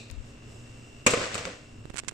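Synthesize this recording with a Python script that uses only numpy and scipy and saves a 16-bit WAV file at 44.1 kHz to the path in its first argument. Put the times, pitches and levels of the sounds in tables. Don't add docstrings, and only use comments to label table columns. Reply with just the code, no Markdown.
import sys
import numpy as np
from scipy import signal
from scipy.fft import rfft, irfft
from scipy.io import wavfile

SR = 44100
rng = np.random.default_rng(int(sys.argv[2]) if len(sys.argv) > 2 else 0)


def unload_wav(signal):
    wavfile.write(
        sys.argv[1],
        SR,
        np.round(np.clip(np.atleast_2d(signal).T, -1, 1) * 32767).astype(np.int16),
    )


N = 94197
T = np.arange(N) / SR


def from_db(db):
    return 10 ** (np.asarray(db) / 20)


def rms_one(x):
    return x / np.sqrt(np.mean(x ** 2) + 1e-20)


def level(rows):
    return from_db(np.interp(T, *np.transpose(rows)))


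def at_hz(points, hz):
    p = np.array(points)
    return np.interp(np.log(hz + 1e-9), np.log(p[:, 0]), p[:, 1])


def lowpass(x, hz, order=2):
    return signal.sosfilt(signal.butter(order, min(hz, SR / 2 - 100), fs=SR, output="sos"), x)


# (frequency [Hz], correlation [-1..1])
NEAR_LIKENESS = [(100, .97), (280, 1), (500, 0.98), (1200, 0.17), (3000, 0.15), (8000, 0.27)]
FAR_LIKENESS = [(30, 1), (120, 0.96), (280, 0.95), (550, 0.1), (1200, 0.036), (3000, 0.05), (8000, 0.9)]


def noise(colour, likeness, grains_per_s=1000, share=0):
    hz = np.arange(N // 2 + 1) * SR / N
    share = np.clip(share, 0, 1)
    happens = rng.random((2, N)) < grains_per_s / SR
    size = from_db(2.35 * np.minimum(rng.exponential(1, (2, N)), 4))
    pops = happens * size * rng.choice([-1, 1], (2, N))
    steady = rng.standard_normal((2, N))
    mid, side = rfft(np.sqrt(1 - share) * steady + np.sqrt(share) * rms_one(pops))
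    alike = np.clip(at_hz(likeness, hz), -1, 1)
    both = np.sqrt(1 + alike) * mid + np.sqrt(1 - alike) * side * [[1], [-1]]
    return rms_one(irfft(both * from_db(at_hz(colour, hz)), N))


def octaves(x):
    centres_hz = 125 * 2. ** np.arange(7)
    spectrum = rfft(x)
    hz = np.arange(N // 2 + 1) * SR / N
    return [(c, irfft(spectrum * at_hz(np.c_[centres_hz, centres_hz == c], hz), N)) for c in centres_hz]


def strike(s, attack, t60):
    rise = np.clip((T - s) / attack, 0, 1)
    return rise * from_db(-60 * np.clip((T - s - attack) / t60, 0, 2))


def linger(power, t60):
    r = np.exp(-np.log(1e6) / (t60 * SR))
    return signal.lfilter([1 - r], [1, -r], power + 1e-18)


def clicks(times, db):
    out = np.zeros(N)
    samples = np.clip((np.asarray(times) * SR).astype(int), 0, N - 1)
    np.add.at(out, samples, from_db(db))
    return out


def ring(x, hz, t60):
    r = np.exp(-np.log(1000) / (t60 * SR))
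    w = 2 * np.pi * hz / SR
    return signal.lfilter([0, np.sin(w)], [1, -2 * r * np.cos(w), r * r], x + 1e-18)


# (time [s], level [dB])
SIZZLE_LEVEL = [(0, -52), (.07, -59.5), (.16, -61.5), (.23, -60), (.27, -55), (.41, -63.5), (.52, -52.5),
                (.64, -56.5), (.71, -56.5), (1.03, -58.5), (1.7, -60.5), (2.13, -63)]
# (frequency [Hz], level [dB])
SIZZLE_COLOUR = [(600, 19), (1200, 1.5), (2000, -6.5), (2700, 6), (3200, 3.5), (3700, 4.5), (4400, -5.5),
                 (5200, 8), (6300, 0.5), (7200, 7.5), (7800, 10), (8700, -1.5), (9800, -8), (11000, -15),
                 (14500, -18), (16000, -38)]
SIZZLE_GRAINS_PER_S, SIZZLE_GRAIN_SHARE = 2500, 0.22


def sizzle():
    return level(SIZZLE_LEVEL) * noise(SIZZLE_COLOUR, FAR_LIKENESS, SIZZLE_GRAINS_PER_S, SIZZLE_GRAIN_SHARE)


# (time [s], level [dB])
FADING_HISS_LEVEL = [(0, -47.5), (.04, -53.5), (.08, -58), (.15, -61), (.22, -95)]
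# (frequency [Hz], level [dB])
FADING_HISS_COLOUR = [(1000, -29), (2100, -21), (2400, 8), (2700, 7), (3200, -12), (3700, 3), (4200, 1.5),
                      (5000, -6), (6200, -7), (7700, -6), (9000, -24), (12000, -45)]


def fading_hiss():
    return level(FADING_HISS_LEVEL) * noise(FADING_HISS_COLOUR, FAR_LIKENESS)


# (time [s], level [dB], tilt [dB/octave], attack [s], t60 [s])
KNOCKS = [(1.063, -11.5, 2, .0045, 0.068), (1.104, -37, 6.5, 0.0025, 0.12),
          (1.1346, -18.5, -1.5, 0.00206, 0.064), (1.172, -23, -3, 0.0035, 0.031),
          (1.213, -26, -1, 0.00308, 0.035), (1.249, -35, -1.5, 0.0021, 0.11),
          (1.343, -35.5, 4.5, 0.00126, 0.067), (1.352, -31.5, 2, 0.0016, 0.045),
          (1.377, -36.5, 3, 0.0007, 0.1), (1.4531, -32.5, 1, 0.00061, 0.048),
          (1.468, -34, -3, 0.00242, 0.065)]
# (frequency [Hz], level [dB])
KNOCK_COLOUR = [(30, -18), (100, -9), (165, -9), (255, 6), (350, -3), (500, 10), (600, 3), (700, -0.5),
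                (820, -8), (1000, -2), (1200, 5), (1500, -6), (2000, -4), (2450, 4.5), (3200, -11),
                (4500, -14.5), (5800, -12.5), (7600, -6), (8700, -13.5), (10000, -31.5), (14500, -35),
                (16000, -55)]
# (time [s], level [dB])
SCRAPE_LEVEL = [(1.06, -58), (1.08, -32.5), (1.16, -36.5), (1.255, -32.5), (1.29, -40), (1.34, -37.5),
                (1.39, -36.5), (1.44, -41.5), (1.475, -41.5), (1.53, -46), (1.6, -61)]
# (frequency [Hz], level [dB])
CLATTER_COLOUR = [(30, -28), (110, 6), (180, 2), (270, 0), (340, 0), (540, 8), (680, 4), (850, -2),
                  (1100, 2), (1600, 2.5), (2500, 1.5), (3200, -2.5), (4100, -4.5), (5200, -6.5), (6500, -8),
                  (7900, -8), (8800, -18.5), (10200, -33.5), (14500, -43), (16000, -55)]
SCRAPE_GRAINS_PER_S, SCRAPE_GRAIN_SHARE = 1500, 0.91
ROOM_T60_AT_1KHZ_S, ROOM_TREBLE_LOSS, ROOM_DB, ROOM_BUILD_S = 0.73, 0.033, -9.5, 0.02
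TILT_FROM_HZ = 670


def clatter():
    crunch = octaves(noise(KNOCK_COLOUR, NEAR_LIKENESS, grains_per_s=4400, share=0.52))
    wash = octaves(noise(CLATTER_COLOUR, FAR_LIKENESS))
    scrape = level(SCRAPE_LEVEL)
    out = scrape * noise(CLATTER_COLOUR, NEAR_LIKENESS, SCRAPE_GRAINS_PER_S, SCRAPE_GRAIN_SHARE)
    for (hz, direct), (_, diffuse) in zip(crunch, wash):
        height_octaves = np.log2(max(hz, TILT_FROM_HZ) / 1000)
        power = sum((from_db(db + tilt * height_octaves) * strike(s, attack, t60)) ** 2
                    for s, db, tilt, attack, t60 in KNOCKS)
        delayed = np.interp(T - ROOM_BUILD_S, T, power + scrape ** 2)
        tail = linger(delayed, ROOM_T60_AT_1KHZ_S * 2 ** (-ROOM_TREBLE_LOSS * height_octaves))
        out = out + np.sqrt(power) * direct + from_db(ROOM_DB) * np.sqrt(tail) * diffuse
    return out


# (frequency [Hz], level [dB], t60 [s], left minus right [dB])
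MODES = [(232, -10, 0.061, 2.5), (271.6, -16.5, 0.27, -1), (394, -24, 0.43, -7), (495.5, -14, 0.43, -4.5),
         (531, -5.5, 0.063, -11), (617.6, -30, 1, -12), (715, -29.5, 0.69, -8), (1045, -28.5, 0.82, 8),
         (1230, -21, 0.21, 4), (1496, -29.5, 0.58, 3), (1980, -39, 0.4, 5), (2326, -34, 0.2, 14),
         (2710, -30, 0.92, 1), (2755, -45, 0.15, 0)]
EAR_LAG_S, STRIKE_SPREAD_DB = .0003, 1.5


def ringing():
    s, db, tilt, attack, _ = np.transpose(KNOCKS)
    out = np.zeros((2, N))
    for hz, mode_db, t60, pan_db in MODES:
        tilt_db = tilt * np.log2(max(hz, TILT_FROM_HZ) / 1000)
        strength_db = db + mode_db + tilt_db + rng.normal(0, STRIKE_SPREAD_DB, len(s))
        when = s + attack * rng.uniform(0.19, 1, len(s))
        lags = rng.uniform(0, EAR_LAG_S, 2)
        out += [ring(clicks(when + lag, strength_db + side * pan_db), hz, t60)
                for lag, side in zip(lags, (.5, -.5))]
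    return out


# (time [s], level [dB])
SPITS = [(1.0678, -9), (1.0712, -12), (1.0812, -16), (1.1365, -20), (1.3436, -21), (1.3545, -21),
         (1.379, -24), (1.453, -18)]
# (time [s], level [dB])
THUMPS = [(1.066, -35), (1.348, -40.5), (1.455, -40)]
SPIT_T60_S, SPIT_DULL_HZ, THUMP_T60_S = 0.0091, 7900, .22


def spits():
    snaps = sum(from_db(db) * strike(s, .0001, SPIT_T60_S) for s, db in SPITS)
    thumps = sum(from_db(db) * strike(s, 0.0033, THUMP_T60_S) for s, db in THUMPS)
    bright = noise([(300, -6), (2500, 1.5), (5000, -4.5), (8000, -15.5), (11000, -2)], NEAR_LIKENESS)
    low = noise([(25, -29), (70, 3.5), (120, -2), (180, -5), (400, -22), (1500, -62)], NEAR_LIKENESS)
    return lowpass(snaps * bright, SPIT_DULL_HZ, order=8) + thumps * low


# (frequency [Hz], level [dB], t60 [s])
PORT_MODES = [(1460, -15.5, 0.0054), (2220, -10.5, 0.0032), (5400, -28, 0.0008), (7960, -1, 0.0015)]


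def port(x):
    rings = sum(from_db(db) * ring(x, hz, t60) * sign
                for (hz, db, t60), sign in zip(PORT_MODES, (1, 1, -1, -1)))
    return lowpass(rings, hz=8700, order=4)


# (time [s], thud level [dB], tick level [dB])
TAPS = [(1.855, -21.5, -26), (1.8993, -28.5, -22.5), (1.903, -21, -25), (1.938, -51, -27),
        (1.943, -21.5, -21), (1.9582, -39, -17.5), (2.036, -25.5, -25), (2.047, -42, -25.5),
        (2.0705, -43, -39), (2.0772, -25.5, -36), (2.1087, -70, -34), (2.1126, -54, -24),
        (2.121, -26.5, -43)]
# (frequency [Hz], level [dB], t60 [s])
BODY_MODES = [(324, 3.5, 0.004), (133, -11, 0.01)]
# (time [s], length [s], level [dB])
CREAKS = [(1.965, .0005, -15.5), (1.9718, .0005, -11), (1.9817, .0135, -12), (1.999, .0005, -14),
          (2.0825, .0056, -10), (2.0901, .0028, -14.5)]
TICK_HZ, TICK_T60_S = 1650, 0.001
SLIP_S, SLIP_JITTER = .0019, .2
RUB_DB, RUB_T60_S, LEAK_DB, TOUCH_ROOM_DB = -23, 0.026, -37, -34


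def fingers():
    s, thud_db, tick_db = np.transpose(TAPS)
    thuds = sum(from_db(db) * ring(clicks(s, thud_db), hz, t60) for hz, db, t60 in BODY_MODES)
    ticks = clicks(s, tick_db)
    slips = np.zeros(N)
    for start, length, db in CREAKS:
        gaps = SLIP_S * np.exp(SLIP_JITTER * rng.standard_normal(20))
        offsets = np.cumsum(gaps) - gaps
        slips += clicks(start + offsets[offsets < length], db)
    power_decay = from_db(-120 / (RUB_T60_S * SR))
    skin = np.sqrt(signal.lfilter([1], [1, -power_decay], (ticks + slips) ** 2 + 1e-18))
    rub = from_db(RUB_DB) * skin * rms_one(port(rng.standard_normal(N)))
    room_colour = [(300, 0), (1500, -4), (2400, 5), (4000, 3), (6200, -9), (7700, -7), (10000, -30), (16000, -45)]
    room = from_db(TOUCH_ROOM_DB) * skin * noise(room_colour, FAR_LIKENESS)
    direct = thuds + ring(ticks, TICK_HZ, TICK_T60_S) + port(slips) + rub
    return direct * from_db([[LEAK_DB], [0]]) + room


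# (time [s], level [dB], frequency [Hz], t60 [s])
BUMP_TICKS = [(0.0998, -35, 3960, 0.018), (.112, -40, 7900, 0.014), (.1168, -46, 4000, 0.014)]
# (frequency [Hz], level [dB])
WOBBLE_COLOUR = [(15, -3), (38, 7), (90, -2), (150, -18), (400, -38), (1500, -67)]
WOBBLE_S, WOBBLE_END_S, WOBBLE_FADE_S, WOBBLE_DB = .098, .232, .01, -36
BUMP_RIGHT_DB, TICK_CYCLES = -34, 6


def bump():
    ticks = sum(from_db(db) * strike(s, 0.00017, t60)
                * rms_one(ring(rng.standard_normal(N), hz, TICK_CYCLES / hz))
                for s, db, hz, t60 in BUMP_TICKS)
    gate = np.clip(np.minimum(T - WOBBLE_S, WOBBLE_END_S - T) / WOBBLE_FADE_S, 0, 1)
    wobble = from_db(WOBBLE_DB) * gate * noise(WOBBLE_COLOUR, NEAR_LIKENESS)[0]
    return (ticks + wobble) * from_db([[0], [BUMP_RIGHT_DB]])


def tones(lines, spread, waver):
    out = 0
    for hz, db in lines:
        phase = rng.uniform(0, 2 * np.pi) + spread * rng.uniform(-1.27, 1, (2, 1))
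        slow = np.interp(T, np.linspace(0, T[-1], num=24), rng.standard_normal(24))
        out = out + np.sqrt(2) * from_db(db) * np.sin(2 * np.pi * hz * T + phase + waver * slow)
    return out


# (time [s], level [dB])
RUMBLE_LEVEL = [(0, -51.5), (.4, -48), (.9, -49), (1.6, -53), (1.8, -46.5), (2.13, -60)]
# (frequency [Hz], level [dB])
RUMBLE_COLOUR = [(20, 5), (40, 4), (80, 6.5), (120, 10.5), (165, -5), (240, 2), (340, -6.5), (420, -7),
                 (650, -22.5), (1200, -16), (3000, -55.5)]
# (frequency [Hz], level [dB])
HUM_LINES = [(118.4, -58), (236.9, -60), (301.5, -64), (409.1, -67)]
# (frequency [Hz], level before swell [dB])
WHINE_LINES = [(2649, -73), (2708, -69), (2767, -69), (2944, -72), (5356, -82), (5771, -82), (6476, -84),
               (7714, -79), (8183, -81), (15120, -90)]
# (time [s], level [dB])
WHINE_SWELL = [(0, -2), (.2, -4), (.45, 2), (.7, 2.5), (1.0, 3.5), (1.6, -1), (1.8, -0.5), (2.13, -4.5)]
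# (frequency [Hz], level [dB])
BUZZ_COLOUR = [(2300, -32), (2580, -11), (2680, 2), (2780, 3), (2870, -9), (2960, -3), (3150, -30),
               (5500, -32), (5790, -5), (6000, -34), (9000, -50)]
BUZZ_BEFORE_SWELL_DB, MOTOR_LAG_S = -69, .0003


def kitchen():
    rumble = level(RUMBLE_LEVEL) * noise(RUMBLE_COLOUR, FAR_LIKENESS)
    left, right = rumble + tones(HUM_LINES, spread=0, waver=0.27)
    buzz = from_db(BUZZ_BEFORE_SWELL_DB) * noise(BUZZ_COLOUR, FAR_LIKENESS)
    whine = tones(WHINE_LINES, spread=0.95, waver=0.22) + buzz
    return np.array([np.interp(T - MOTOR_LAG_S, T, left), right]) + level(WHINE_SWELL) * whine


def scene():
    pan = sizzle() + fading_hiss()
    bang = (clatter() + spits()) * from_db([[.5], [-.5]]) + ringing()
    return pan + bang + fingers() + bump() + kitchen()


CUTOFF_HZ = 15800


def record(dry):
    rounded = .9 * np.tanh(dry / .9)
    return signal.sosfilt(signal.ellip(10, .1, 70, CUTOFF_HZ, fs=SR, output="sos"), rounded)


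dry = scene()
out = record(dry)
unload_wav(out)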